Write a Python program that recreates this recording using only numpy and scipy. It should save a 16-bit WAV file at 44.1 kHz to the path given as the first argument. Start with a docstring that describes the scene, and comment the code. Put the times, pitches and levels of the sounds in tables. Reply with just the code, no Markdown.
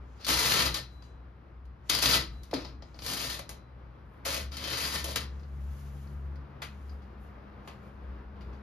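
"""Unfolding a steel ironing board

In a carpeted living room a leg bar scrapes along its rail in strokes, catches, knocks and rings faintly.
Scrapes are dense random contacts, blows are clicks with a dying rattle, and both ring the steel frame.
A foot lands as a falling tone; noise makes the rustling cloth, slipper steps, a short click at 7.02 s
and the room tone; sines make the hum. Reflections follow the direct sound, and the two channels
share part of the sound.
"""
import sys
import numpy as np
from scipy import signal
from scipy.fft import rfft, irfft, next_fast_len
from scipy.io import wavfile

SR = 44100
rng = np.random.default_rng(int(sys.argv[2]) if len(sys.argv) > 2 else 0)


def wav_record(signal):
    """Record a signal, one row per channel, as 16-bit PCM in the file named by sys.argv[1]."""
    frames = np.transpose(np.atleast_2d(signal))
    bounded = np.clip(frames, -1, 1)
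    # unit amplitude maps onto the largest positive 16-bit level
    quanta = np.round(bounded * 32767).astype(np.int16)
    wavfile.write(sys.argv[1], SR, quanta)


N = 380141
SIZE = next_fast_len(N + SR)                            # transform length, with room for tails
HZ = np.maximum(np.arange(SIZE // 2 + 1) * SR / SIZE, 1)

# Levels are those of each source, before its filters and the room.
# Scrapes, blows and cloth have up to five parts, low to high: boom, knock, clang, body, hiss.
# Part levels are relative to the body; dullness raises the low parts.
BOOM_HZ, KNOCK_HZ, CLANG_HZ, HISS_HZ = 454, 1074, 2840, 7460   # crossovers between the parts

# room tone over time: time_s, middle_db, bass_db
TONE_LEVELS = [(0.0, -50, -54.5), (1.5, -52.5, -54.5), (2.4, -51, -50), (4.2, -50.5, -52),
               (5.4, -48.5, -55.5), (6.5, -48, -55), (6.9, -47, -51), (8.62, -46, -55)]
# colour of the room tone: pitch_hz, level_db (per Hz)
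TONE_SPECTRUM = [(24, -36.5), (41, -3.5), (65, 0.5), (100, -1), (160, -6.5), (250, -11), (500, -17),
                 (790, -20), (1200, -19), (2000, -28.5), (3200, -37), (5000, -43), (7000, -60),
                 (12000, -61.5)]

# the hum over time: time_s, level_db
HUM_LEVELS = [(0.0, -45), (0.24, -54), (0.38, -36), (0.55, -52), (0.67, -36.5), (0.8, -50), (1.25, -47.5),
              (1.6, -51), (1.68, -40), (1.8, -53.5), (2.09, -39.5), (2.4, -44), (2.7, -48.5), (3.3, -46.5),
              (3.6, -54.5), (3.9, -48), (4.2, -56), (4.27, -41), (4.47, -40), (4.73, -48), (4.95, -40),
              (5.4, -40.5), (5.7, -35), (5.8, -41.5), (6.36, -38.5), (6.55, -56.5), (6.74, -43),
              (6.96, -38), (7.06, -46.5), (7.75, -52.5), (8.14, -44), (8.62, -45)]
# the hum's octave over time: time_s, level_db
OCTAVE_LEVELS = [(0, -63), (4.2, -60), (5.35, -57.5), (5.45, -51), (5.9, -49), (6.7, -52), (6.8, -65),
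                 (8.62, -60.5)]
# settings of hum and ringing, which switch abruptly at each start:
# start_s, hum_hz, phase_waver_rad, upper_tone_hz, upper_tone_db, tube_drive_db, frame_ring_db
HUM_AND_RING_SETTINGS = [(0, 62.6, 0.49, 188, -77.5, -74.5, -45), (4.25, 69.6, .45, 206, -58, -84, -43),
                         (7.02, 64.63, .8, 203.5, -56, -88, -45)]

# clothes and hands on the cover, each a swell: peak_s, rise_s, fall_s, level_db, hiss_db
SWELLS = [(0.18, 0.24, .1, -63, -20), (0.93, 0.11, 0.2, -68, -9), (1.04, 0.027, 0.13, -61.5, -21),
          (1.88, .05, .03, -57, -16), (2.34, .1, .3, -65, -9), (2.46, .04, .15, -63, -10),
          (2.84, .03, 0.33, -64, -21), (2.96, .03, 0.19, -64, -20), (4.14, .15, 0.14, -82, 6),
          (5.321, .1, 0.32, -67, -20), (5.8, 0.47, 0.57, -56.5, -6.5), (6.1, .2, .2, -74.5, -3),
          (6.66, .04, 0.63, -67, -10), (6.93, 0.22, .12, -70.5, -3.5), (7.23, .06, 0.13, -73.5, 2.5),
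          (7.68, 0.062, 0.26, -66, -10.5), (7.83, .03, 0.25, -73, -5), (8.04, .05, 0.12, -83, -6),
          (8.42, .04, 0.21, -75, -5), (8.54, 0.027, .15, -74, -15.5)]
SWELL_EDGE_DB = 26                                      # drop at one rise or fall time from the peak
SWELL_ROUND = 1.4                                       # 1 = pointed swell, 2 = bell
REST_DB, REST_HISS_DB = -88.0, -16                      # cloth between swells; hiss against that

# slipper steps, and a short click at 7.02 s where the sound switches abruptly:
# start_s, level_db, dullness_db, hiss_db
STEPS_AND_CLICK = [(6.499, -71.5, 30.5, -4), (6.6192, -33, 5.5, 6), (7.0198, -61, 10, 0.3),
                   (7.2624, -66, 20, 3), (7.675, -44, 15.5, 4.5), (8.3588, -69, 31, -8),
                   (8.4087, -54.5, 15, -0.6), (8.5283, -60, 18, -12.5)]
# boom, knock and clang of a blow, and how far each follows the dullness
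STEP_PARTS_DB, STEP_DULL_SHARE = [0.3, 1, 9], [0.95, 1, 0.11]
KNOCK_PARTS_DB, KNOCK_DULL_SHARE = [-2, -2, -2], [0.91, 1, 0.5]

# a foot of the board lands on the carpet, one row:
# start_s, level_db, first_hz, last_hz, pitch_fall_s (time constant), t60_s
FOOT_LANDING = (2.5315, -20, 900, 270, .0032, .11)

# knocks and catches of the frame: start_s, level_db, dullness_db, hiss_db
FRAME_KNOCKS = [(0.2467, -24.5, -12.5, 2), (0.2665, -23, 0, 8), (0.62, -16, -2.5, 7),
                (0.7427, -18.5, -10.5, 4.5), (1.0228, -49.5, 13, -4), (1.6536, -61, 6, 7),
                (1.8974, -12, -6.5, 8), (1.9485, -17, -3.5, 7.5), (1.988, -18.5, -1, 4.5),
                (2.0262, -16, -2, 8.5), (2.0577, -9.5, -4, 3.5), (2.1102, -16, -8, 3),
                (2.1333, -14, -1, -1.5), (2.4335, -42.5, -8, 8), (2.5115, -39.5, 11.5, 1.5),
                (2.5386, -25, 5, 1.5), (2.6483, -36, 13, -9), (2.8228, -44.5, 14, -11),
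                (2.9439, -50, 15, -14), (2.9896, -37.5, 7, -1.5), (3.021, -34.5, 5, -2.5),
                (3.0631, -23.5, -2, 8), (3.3918, -30.5, 12.5, 7.5), (3.492, -32, 5.5, 12),
                (4.519, -36.5, 4, -11), (4.5685, -29, -8, 5), (4.6402, -28.5, 3, 0.3),
                (4.7016, -30, -9.5, 8.5), (4.8524, -26.5, 4, 3), (5.0427, -24.5, 2, 12.5),
                (5.1599, -19, -4, 7), (5.3951, -58, 9, -8), (5.4325, -55, 9, -9), (6.0727, -56.5, 10, 4),
                (6.3575, -55, 15, 0.3), (6.8942, -52, 2.5, -8)]

# slides of the bar on its rail:
# start_s, rise_s, stop_s, first_db, last_db, dullness_db, clang_db, hiss_db, hollow_drive_db
BAR_SLIDES = [(0.16, 0.055, 0.28, -46, -39.5, 2, 2.5, -1, -56),
              (0.23, 0.058, .54, -24, -20.5, -0.1, 0.5, 7.5, -56.5),
              (0.5, 0.017, 0.67, -21, -26.5, 2, 3.5, 6.5, -57),
              (0.74, .006, 0.77, -29, -32.5, -0.5, 1, 6.5, -49),
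              (1.888, 0.0082, 1.99, -21, -32, -0.5, 0.9, 4.5, -56.5),
              (1.97, 0.051, 2.1546, -26, -18.5, 0, 0.9, 6.5, -57.5),
              (2.529, 0.0067, 2.7, -37, -57.5, 11.5, 5.5, -1, -52),
              (2.95, 0.11, 3.14, -33.5, -26.5, 1.3, -0.3, 8.5, -55),
              (3.15, 0.018, 3.345, -29.5, -32, -0.5, -0.5, 7.5, -52),
              (3.488, 0.0053, 3.514, -51, -47.5, 9.5, 3, 10, -49),
              (4.246, 0.0061, 4.381, -25.5, -31, -1.5, 2, 8.5, -38),
              (4.5, .02, 4.76, -42, -29, 1.5, 2.5, 5, -51.5),
              (4.74, 0.033, 4.985, -28, -30.5, 0.3, 2, 8, -56.5),
              (5.035, 0.0084, 5.124, -34.5, -36, 3.5, -0.5, 7.5, -45),
              (5.154, 0.0061, 5.16, -14.5, -26, 1.5, 4, 7.5, -52)]
RISE_DB = 39.5                                          # a slide grows from this far below first_db
# fading speed after a slide stops, for boom, knock, clang, body, hiss: fade_db_per_s
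SLIDE_FADES = [170., 256, 300., 310., 330.]
# boom and knock of a slide: level_db
SLIDE_LOW_PARTS = [1, 0.3]
# how far boom and knock follow the dullness: share
SLIDE_LOW_SHARES = [1.3, 0.9]

# colour of steel on steel: pitch_hz, level_db (per Hz)
STEEL_SPECTRUM = [(60, -15.5), (120, 0), (330, -7), (600, 2.5), (800, -1.5), (1300, -0.5), (2000, -0.5),
                  (3000, -1), (4700, 11.5), (6000, 1), (7200, -9), (10000, -14), (13000, -17.5),
                  (15700, -22.5)]
# modes (ringing tones) of frame and board: pitch_hz, drive_db, t60_s
FRAME_MODES = [(268, -15, 0.11), (327, -6.5, 0.13), (983, -16.5, 0.11), (1311.6, -5, 0.07),
               (1812, -11.5, 0.11), (1988, -11, 0.18), (2230, -21, .12), (2556, -24, .2), (3110, -9.5, .11),
               (3310, -14.5, 0.084), (3800, -18.5, .15), (4080, -13.5, .15), (4360, -12, 0.1),
               (4780, -15.5, 0.14), (4910, -20, 0.087), (5170, -13, 0.14), (5630, -17.5, .15)]
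# two close, beating modes of the free leg tube: pitch_hz, t60_s
TUBE_MODES = [(3995, 1.0), (3992.4, 1.0)]
# modes of the hollow under the cover: pitch_hz, t60_s
HOLLOW_MODES = [(555, 0.1), (630, 0.07)]
KNOCK_HOLLOW_DB = -52.5                                 # how strongly knocks drive the hollow

# how long reflections last: pitch_hz, t60_s
ROOM_DECAY = [(125, 0.89), (250, 0.35), (500, 0.26), (1000, 0.26), (2000, .27), (4000, 0.26), (8000, 0.17),
              (14000, 0.13)]
# right channel against left channel: pitch_hz, likeness (0 to 1), phase_rad, left_louder_db
CHANNEL_PAIR = [(75, .98, 0, 1.8), (130, .94, 0, 2.7), (290, .8, 0, 3.2), (640, .35, 0, 4),
                (1400, .1, -.3, 1.5), (2100, .5, -.6, 2.2), (2800, .7, -1.1, 4), (3500, .62, -1.15, 6),
                (4500, .42, -.75, 8.4), (5500, .35, .4, 6.5), (6200, .55, 1.1, 3.5), (7000, .6, 1.6, 1.5),
                (7450, .75, 2.6, .5), (7650, .997, 3.14, 0), (9000, .997, 3.14, 0), (9400, .6, 4.0, 0),
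                (10400, .6, 5.1, 0), (11000, .99, 6.28, 0), (13100, .99, 6.28, 0), (13600, .3, 7.6, 0),
                (14200, .95, 9.42, 0)]
CUTOFF_HZ = 15800


def amp(db):
    """Turn decibels into gain."""
    return 10 ** (np.asarray(db) / 20)


def unit(x):
    """Scale to rms 1."""
    return x / np.sqrt(np.mean(x ** 2) + 1e-20)


def in_time(rows):
    """Join the points of a time table with straight lines, one value per sample."""
    s, *columns = np.transpose(rows)
    return np.array([np.interp(np.arange(N) / SR, s, c) for c in columns])


def at_hz(points, hz=HZ):
    """Join the points of a frequency table along a logarithmic axis."""
    f, *columns = np.transpose(points)
    return np.array([np.interp(np.log(hz), np.log(f), c) for c in columns])


def current_settings():
    """Give the hum and ringing settings in force at every sample."""
    s, *columns = np.transpose(HUM_AND_RING_SETTINGS)
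    row = np.searchsorted(s, np.arange(N) / SR, "right") - 1
    return np.array(columns)[:, row]


def drift(rate_hz):
    """Random slow wandering of rms 1: smoothed noise made at a twentieth of the sample rate."""
    r = np.exp(-40 * np.pi * rate_hz / SR)
    noise = rng.standard_normal(N // 20 + 4002)
    slow = signal.lfilter([1], [1, -2 * r, r * r], noise)[4000:]   # skip the filter's start-up
    return np.interp(np.arange(N) / 20, np.arange(len(slow)), unit(slow))


def colour(x, spectrum):
    """Filter to a dB shape without sounding early (minimum phase, by folding the cepstrum)."""
    cepstrum = irfft(at_hz(spectrum)[0] * np.log(10) / 20, SIZE)
    cepstrum[1:SIZE // 2] *= 2
    cepstrum[SIZE // 2 + 1:] = 0
    response = np.exp(rfft(cepstrum))
    return irfft(rfft(x, SIZE) * response, SIZE)[..., :N]


def joined(boom, knock, clang, body, hiss):
    """Cut each part to its own band, low to high, and add them."""
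    parts = [(boom, BOOM_HZ, "low"), (knock, [BOOM_HZ, KNOCK_HZ], "band"),
             (clang, [KNOCK_HZ, CLANG_HZ], "band"), (body, [CLANG_HZ, HISS_HZ], "band"),
             (hiss, HISS_HZ, "high")]
    total = 0
    for x, hz, kind in parts:
        total = total + signal.sosfilt(signal.butter(3, hz, kind, fs=SR, output="sos"), x)
    return total


def parts_db(low_db, shares, dull_db, *upper_db):
    """Five part levels against the body: dullness shifts the low parts by their shares."""
    low_parts = np.array(low_db) + np.array(shares) * dull_db
    return np.array([*low_parts, *upper_db])


def grains(per_s, spread_db):
    """Random tiny contacts of uneven size and either sign, two unrelated draws."""
    unevenness = np.minimum(rng.exponential(1, (2, N)), 5)
    sizes = amp(spread_db * unevenness) * rng.choice([-1, 1], (2, N))
    touching = rng.random((2, N)) < per_s / SR
    return unit(sizes * touching)


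def blows(table, low_db, shares, t60):
    """Each blow is a click and a short dying rattle; the click weighs most in the low parts."""
    out = np.zeros((5, 2, N + SR))
    t = np.arange(SR // 8) / SR
    rattles = rng.standard_normal((len(table), 2, len(t))) * amp(-60 * t / t60)
    click = np.array([8.3, 7.6, 2.8, 3.1, 2.2])[:, None, None] * (t == 0)
    for (s, level_db, dull_db, hiss_db), rattle in zip(table, rattles):
        i = round(s * SR)
        gain = amp(level_db + parts_db(low_db, shares, dull_db, 0, hiss_db))
        out[..., i:i + len(t)] += gain[:, None, None] * (rattle + click)
    return joined(*out[..., :N])


def ring(x, hz, t60):
    """One mode: a resonator in phase with its drive at its own pitch, dying 60 dB in t60 seconds."""
    r = amp(-60 / (max(t60, .01) * SR))
    w = 2 * np.pi * hz / SR
    return signal.lfilter([1, 0, -1], [1, -2 * r * np.cos(w), r * r], x + 1e-18)


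def room_tone():
    """Dull noise from outside and the house, its bass and middle swelling apart."""
    middle_db, bass_db = in_time(TONE_LEVELS)
    noise = unit(colour(rng.standard_normal((2, N)), TONE_SPECTRUM))
    bass = signal.sosfilt(signal.butter(2, 400, fs=SR, output="sos"), noise)
    middle = noise - bass
    return amp(bass_db + 1.5 * drift(4.4)) * bass + amp(middle_db + 0.95 * drift(5.9)) * middle


def hum():
    """A low tone, its octave and an upper tone, all sines wavering in level and phase."""
    hz, waver, upper_hz, upper_db, *_ = current_settings()
    tones = [(hz, in_time(HUM_LEVELS)[0]), (2 * hz, in_time(OCTAVE_LEVELS)[0]), (upper_hz, upper_db)]
    total = 0
    for tone_hz, level_db in tones:
        gain = np.sqrt(2) * amp(level_db + 2.2 * drift(8.5))   # root 2 turns rms into peak
        phase = 2 * np.pi * np.cumsum(tone_hz) / SR + waver * drift(7.8)
        total = total + gain * np.sin(phase)
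    return total


def rustle():
    """Fine soft fibres rub in clumps; each movement swells and dies."""
    t = np.arange(N) / SR
    body, hiss = amp(REST_DB), amp(REST_DB + REST_HISS_DB)
    for s, rise, fall, level_db, hiss_db in SWELLS:
        distance = np.where(t < s, (s - t) / rise, (t - s) / fall)
        swell = amp(level_db - SWELL_EDGE_DB * distance ** SWELL_ROUND)
        body = body + swell
        hiss = hiss + amp(hiss_db) * swell
    fibres = grains(per_s=20000, spread_db=-2.5) * amp(1.3 * drift(15.))
    soft = body * fibres
    return joined(0 * fibres, amp(0.1) * soft, amp(1.7) * soft, soft, hiss * fibres)


def steps_and_click():
    """Slipper steps and a short click at 7.02 s: clicks with dying noise, in the colour of the steel."""
    return colour(blows(STEPS_AND_CLICK, STEP_PARTS_DB, STEP_DULL_SHARE, t60=0.15), STEEL_SPECTRUM)


def landing():
    """A dull thud whose pitch drops as the bending wave spreads through the board."""
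    s, level_db, first_hz, last_hz, fall, t60 = FOOT_LANDING
    t = np.maximum(np.arange(N) / SR - s, 0)
    extra_turns = (first_hz - last_hz) * fall * (1 - np.exp(-t / fall))
    phase = 2 * np.pi * (last_hz * t + extra_turns)
    return amp(level_db - 60 * t / t60) * np.sin(phase)


def knocks():
    """Steel knocks and catches: each is a click with a quickly dying rattle."""
    return blows(FRAME_KNOCKS, KNOCK_PARTS_DB, KNOCK_DULL_SHARE, t60=0.049)


def scrape():
    """Dense contacts stutter as the bar sticks and slips; returns the scrape and the hollow's drive."""
    grit = grains(per_s=11000, spread_db=2.0) * amp(2.0 * drift(30.) + 0.87 * drift(120.))
    gain, hollow_gain, t = np.zeros((5, 1, N)), np.zeros(N), np.arange(N) / SR
    for start, rise, stop, first_db, last_db, dull_db, clang_db, hiss_db, hollow_db in BAR_SLIDES:
        on = slice(round(start * SR), round(stop * SR) + SR // 3)   # leave time to fade
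        times = [start, start + rise, max(stop, start + rise)]
        level_db = np.interp(t[on], times, [first_db - RISE_DB, first_db, last_db])
        fade_db = np.outer(SLIDE_FADES, np.maximum(t[on] - stop, 0))
        balance_db = parts_db(SLIDE_LOW_PARTS, SLIDE_LOW_SHARES, dull_db, clang_db, 0, hiss_db)
        parts = amp(level_db - fade_db + balance_db[:, None])
        gain[:, 0, on] = np.maximum(gain[:, 0, on], parts)   # the louder of overlapping slides
        hollow_gain[on] = amp(hollow_db)
    out = joined(*(gain * grit))
    return out, out * hollow_gain


def frame(x, hollow_drive):
    """Steel passes contact noise on and rings; each mode's drive wavers as the contact point moves."""
    *_, tube_db, ring_db = current_settings()
    rings = sum(ring(x * amp(drive_db + 2.6 * drift(4.)), hz, t60) for hz, drive_db, t60 in FRAME_MODES)
    tube = sum(ring(x * amp(tube_db), hz, t60) for hz, t60 in TUBE_MODES)
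    hollow = sum(ring(hollow_drive, hz, t60) for hz, t60 in HOLLOW_MODES)
    return colour(x + amp(ring_db) * rings + tube + hollow, STEEL_SPECTRUM)


def room(x):
    """Direct sound plus a noise-like tail of reflections that dies band by band."""
    t, tail = np.arange(SR * 3 // 4) / SR, 0
    for hz, t60 in ROOM_DECAY:
        edges = [hz / np.sqrt(2), min(hz * np.sqrt(2), .45 * SR)]
        dying = rng.standard_normal((2, len(t))) * amp(-60 * t / t60)
        dying = dying * (t > .003)                      # reflections arrive after 3 ms
        tail = tail + signal.sosfilt(signal.butter(2, edges, "band", fs=SR, output="sos"), dying)
    tail = tail / np.sqrt(np.sum(tail ** 2, axis=1, keepdims=True))
    reflections = irfft(rfft(x, SIZE) * rfft(tail, SIZE), SIZE)[:, :N]
    return amp(-2.0) * x + amp(-7.0) * reflections


def scene():
    """Mix two channels; noise is drawn apart for each, the landing is common, the hum is in the first."""
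    slides, hollow_drive = scrape()
    hits = knocks()
    board = frame(slides + hits, hollow_drive + amp(KNOCK_HOLLOW_DB) * hits) + landing()
    indoors = room(board + steps_and_click() + rustle())
    return indoors + room_tone() + hum() * [[1], [0]]


def record(dry):
    """The two channels share part of the sound, turned in phase on the right; the top is cut."""
    alike, turn, left_db = at_hz(CHANNEL_PAIR)
    margin = SR // 10                                   # the sound runs on smoothly past both ends
    padded = np.pad(dry, [(0, 0), (margin, margin)], "reflect", reflect_type="odd")
    first, second = rfft(padded, SIZE)
    shared = alike * np.exp(1j * turn) * first
    right = shared + np.sqrt(1 - alike ** 2) * second
    pair = irfft([first, right * amp(-left_db)], SIZE)
    top_cut = signal.cheby2(20, 60, CUTOFF_HZ, fs=SR, output="sos")
    return signal.sosfilt(top_cut, pair)[:, margin:margin + N]


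dry = scene()
out = record(dry)
wav_record(out)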